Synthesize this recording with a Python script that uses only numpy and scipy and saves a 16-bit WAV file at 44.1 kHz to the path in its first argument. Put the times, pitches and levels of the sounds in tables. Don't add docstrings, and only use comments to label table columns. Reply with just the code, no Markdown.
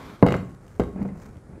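import sys
import numpy as np
from scipy import signal
from scipy.fft import rfft, irfft, next_fast_len
from scipy.io import wavfile
from scipy.ndimage import map_coordinates

SR = 44100
rng = np.random.default_rng(int(sys.argv[2]) if len(sys.argv) > 2 else 0)


def materialize(psi):
    bounded = np.clip(np.atleast_2d(psi).T, -1, 1)
    quanta = np.round(bounded * 32767).astype(np.int16)
    wavfile.write(sys.argv[1], SR, quanta)


N = 70560
T = np.arange(N) / SR
RING_T = np.arange(SR * 9 // 20) / SR

# t/s, then level/dB of bench boom, thump, knock, clack, click
IMPACTS = [(0.2265, -46, -2, -4.5, -26, -49.5), (0.2640, -21.5, -19, -12, -22, -28.5),
           (0.2745, -51, -19, -43, -26, -44), (0.2857, -35, -25, -49, -22, -47),
           (0.2935, -58, -20, -28, -38, -39), (0.3065, -36, -14.5, -52, -32, -37),
           (0.3222, -51, -18.5, -21, -24.5, -26.5), (0.3410, -44, -27.5, -26, -25.5, -48),
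           (0.3462, -37, -27, -23.5, -30.5, -41), (0.3520, -38, -14.5, -26, -40, -52),
           (0.7968, -23, -16, -14, -27.5, -34), (0.8027, -42, -23.5, -25, -48, -35),
           (0.8180, -44, -31, -26.5, -36, -54), (0.8355, -39, -58, -63, -39.5, -41),
           (0.961, -44, -28, -37, -61, -62), (0.9740, -55, -34, -51, -54, -66),
           (1.017, -43, -24.5, -35, -46, -62), (1.0515, -40, -24, -33.5, -56, -67),
           (1.088, -61, -33, -49, -47, -64), (1.356, -40, -38, -53, -55, -63)]
# t/s, level/dB
FINGER_TICKS = [(0.2826, -36), (0.366, -34.5), (0.5477, -52), (0.6164, -60), (0.6316, -71), (0.6642, -56),
                (0.6802, -45.5), (0.928, -52), (1.0280, -42), (1.1995, -57), (1.2634, -53.5), (1.3693, -49)]
# f/Hz, level/dB, T60/s
BOOM_MODES = [(63.2, -6, 0.47), (86.3, -9.5, 0.37)]
THUMP_MODES = [(121.7, -2.5, 0.12), (176.2, -1.5, 0.12), (288.2, -7, .1)]
KNOCK_MODES = [(397.5, 9.5, 0.099), (488.6, 2.5, 0.23), (556, -7, 0.31), (690.4, -6.5, 0.11),
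               (805, -12, 0.16), (876, -16, 0.16), (963, -13, 0.22), (1092, -16, 0.62), (1177, -11, 0.12),
               (1394, -22.5, 0.15), (1569, -17.5, 0.22)]
CLACK_MODES = [(1955, -1.5, 0.14), (2067, 3, 0.09), (2197, 2, 0.089), (2583, -13.5, 0.076),
               (2850, -8, 0.17), (3780, -15, 0.2), (3823, -16, .24)]
# f/Hz, level/dB
KNOCK_SPECTRUM = [(60, -32.5), (200, 5), (400, 2.5), (700, -4), (1100, -12.5), (1600, -19.5), (2500, -51),
                  (5000, -59), (15000, -59)]
CLACK_SPECTRUM = [(300, -9.5), (900, -2), (1400, 3.5), (1780, -22.5), (2150, -2.5), (2480, -22), (2900, -8),
                  (3600, -27), (4600, -18), (7000, -42), (15000, -40.5)]
CLICK_SPECTRUM = [(500, 14), (2500, 7), (4700, -1.5), (6100, -1), (7600, 3), (9000, -7), (12500, -7),
                  (15500, -28)]
CRACK_SPECTRUM = [(300, -25), (1200, 6), (2000, 3.5), (3300, -11), (4200, -17.5), (6500, -40), (15000, -42)]
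# t/s, level/dB
SHUDDER_ENVELOPE = [(0.90, -77), (0.96, -27), (0.995, -33.5), (1.017, -19.5), (1.04, -26.5), (1.07, -24),
                    (1.105, -47.5), (1.132, -28), (1.17, -50), (1.25, -63)]
SLIDE_ENVELOPE = [(0, -46), (0.06, -45.5), (0.11, -47), (0.145, -47.5), (0.17, -54), (0.22, -53)]
RUB_ENVELOPE = [(0.5, -53), (0.75, -60.5), (0.86, -51), (0.93, -48.5), (0.97, -39), (1.04, -41),
                (1.09, -39.5), (1.14, -49.5), (1.19, -44), (1.225, -52.5), (1.27, -45), (1.32, -49),
                (1.37, -49), (1.43, -66.5), (1.48, -50), (1.53, -48), (1.6, -49)]
RUSTLE_ENVELOPE = [(0.45, -57), (0.55, -58), (0.595, -81.5), (0.615, -58), (0.76, -58), (0.88, -67),
                   (1.0, -62), (1.08, -56), (1.12, -71), (1.235, -47), (1.29, -58), (1.335, -61),
                   (1.45, -84), (1.6, -77)]
# f/Hz, level/dB
SLIDE_SPECTRUM = [(88, -58), (150, -3), (269, -0.5), (388, -4), (420, -8), (607, -8.5), (696, -11.5),
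                  (1180, -7.5), (1870, -19.5), (2320, -16), (2820, -25.5), (3230, -20.5), (9390, -38.5),
                  (13100, -36), (15600, -51)]
RUB_SPECTRUM = [(25, -4.5), (45, 3), (90, 2), (140, 3.5), (180, 3), (320, -2.5), (480, -9), (600, -11),
                (1100, -21), (1600, -27), (2500, -31), (2800, -40.5), (5000, -68), (9000, -86)]
RUSTLE_SPECTRUM = [(1500, 12.5), (3500, -7), (7000, -0.5), (10000, -13), (13000, -8.5), (15500, -17)]
# f/Hz, T60/s
REVERB_TIME = [(80, 0.96), (200, 0.44), (1000, 0.41), (4000, 0.35), (12000, 0.51)]
# f/Hz, level/dB
REVERB_SPECTRUM = [(60, -11.5), (180, -4), (500, -10.5), (2000, -7.5), (6000, -3.5), (14000, -4.5)]
AIR_SPECTRUM = [(15, -29), (25, -9), (80, 1.5), (193, -10), (240, -15), (483, -14.5), (583, -19.5),
                (1050, -27.5), (1340, -25), (2360, -38), (2780, -45), (9580, -42), (15600, -64)]


def rod_knocks(push_s=0.001936):
    out = np.zeros(N)
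    phase = np.pi * np.minimum(RING_T / push_s, 1)
    for s, boom_db, thump_db, knock_db, clack_db, click_db in IMPACTS:
        boom = amp(boom_db) * ring(BOOM_MODES, attack_s=0.002, scatter_db=3)
        thump = amp(thump_db) * ring(THUMP_MODES, attack_s=0.00055, scatter_db=0.06)
        knock_ring = amp(-5.5) * ring(KNOCK_MODES, attack_s=0.00027, scatter_db=3)
        knock_burst = amp(-2.5) * burst(KNOCK_SPECTRUM, t60=0.074, attack_s=0.00036)
        knock = amp(knock_db) * (knock_ring + knock_burst)
        crack = amp(5.5) * burst(CRACK_SPECTRUM, t60=0.0077, attack_s=0.00045)
        clack_ring = amp(-13) * ring(CLACK_MODES, attack_s=0.0004, scatter_db=3)
        clack_burst = amp(-1) * burst(CLACK_SPECTRUM, t60=0.027, attack_s=0.00024)
        clack = amp(clack_db) * (crack + clack_ring + clack_burst)
        click = amp(click_db) * burst(CLICK_SPECTRUM, t60=0.018, attack_s=0.00039)
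        push = amp(knock_db + 4) * np.sin(phase) * np.sin(2 * phase)
        add(out, s, reverberate(boom + thump + push + knock + clack + click))
    return out


def rod_shudder(mode_hz=196, drift_rad=0.39):
    return envelope(SHUDDER_ENVELOPE) * np.sin(2 * np.pi * mode_hz * T + drift_rad * wobble(34.5))


def handling():
    slide = envelope(SLIDE_ENVELOPE) * friction(SLIDE_SPECTRUM, grain_db=1.4, grains_per_s=200)
    rub = envelope(RUB_ENVELOPE) * friction(RUB_SPECTRUM, grain_db=2.5, grains_per_s=89.9)
    rustle = envelope(RUSTLE_ENVELOPE) * friction(RUSTLE_SPECTRUM, grain_db=5, grains_per_s=350)
    return amp(3) * slide + amp(4) * rub + amp(-3) * rustle


def finger_ticks():
    out = np.zeros(N)
    for s, db in FINGER_TICKS:
        add(out, s, amp(db) * burst(CLICK_SPECTRUM, t60=0.01, attack_s=0.00024))
    return reverberate(out)


def reverberate(sound, build_s=0.01):
    hz, t, white = signal.stft(rng.standard_normal(len(RING_T)), SR, nperseg=256)
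    t60 = along(REVERB_TIME, hz)[:, None]
    decay = amp(along(REVERB_SPECTRUM, hz)[:, None] - 60 * t / t60)
    energy_norm = np.sqrt(2 * np.log(1000) / (t60 * SR))
    tail = signal.istft(white * decay * energy_norm, SR, nperseg=256)[1][:len(RING_T)]
    return sound + signal.fftconvolve(sound, tail * onset(build_s))[:len(sound)]


def room_air():
    return amp(-48) * noise(AIR_SPECTRUM)


def ring(modes, attack_s, scatter_db):
    hz, db, t60 = np.transpose(modes)[:, :, None]
    polarity = (-1) ** np.arange(len(modes))[:, None]
    decay = amp(db + scatter_db * rng.standard_normal(hz.shape) - 60 * RING_T / t60)
    partials = polarity * decay * np.sin(2 * np.pi * hz * RING_T)
    return partials.sum(0) * onset(attack_s) / np.linalg.norm(amp(db))


def burst(spectrum, t60, attack_s):
    return noise(spectrum, size=len(RING_T)) * amp(-60 * RING_T / t60) * onset(attack_s)


def friction(spectrum, grain_db, grains_per_s):
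    return unit(noise(spectrum) * amp(grain_db * wobble(grains_per_s)))


def noise(spectrum, size=N):
    return unit(filtered(rng.standard_normal(size), lambda hz: amp(along(spectrum, hz))))


def filtered(x, response):
    size = next_fast_len(len(x) + 8192)
    return irfft(rfft(x, size) * response(np.fft.rfftfreq(size, 1 / SR)), size)[:len(x)]


def envelope(rows, fade_db_per_s=400):
    s, db = np.transpose(rows)
    outside_s = np.abs(T - np.clip(T, s[0], s[-1]))
    return amp(np.interp(T, s, db) - fade_db_per_s * outside_s)


def onset(rise_s):
    return 1 - np.exp(-RING_T / rise_s)


def wobble(knots_per_s):
    return map_coordinates(rng.standard_normal(int(N * knots_per_s / SR) + 4), [T * knots_per_s])


def along(points, hz):
    knots_hz, values = np.transpose(points)
    return np.interp(np.log(hz + 1), np.log(knots_hz + 1), values)


def add(track, s, sound):
    part = track[round(s * SR):][:len(sound)]
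    part += sound[:len(part)]


def amp(db):
    return 10 ** (np.asarray(db) / 20)


def unit(x):
    return x / np.sqrt(np.mean(x ** 2) + 1e-20)


def scene():
    return (rod_knocks() + finger_ticks() + handling() + amp(-1.5) * rod_shudder() + room_air())[None]


def record(dry, low_cut_hz=25, top_hz=15750, ceiling=0.95):
    x = signal.sosfilt(signal.butter(2, low_cut_hz, "high", fs=SR, output="sos"), dry[0])
    rounded = x / (1 + np.abs(x / ceiling) ** 6) ** (1 / 6)
    return filtered(rounded, lambda hz: hz < top_hz)[None]


dry = scene()
out = record(dry)
materialize(out)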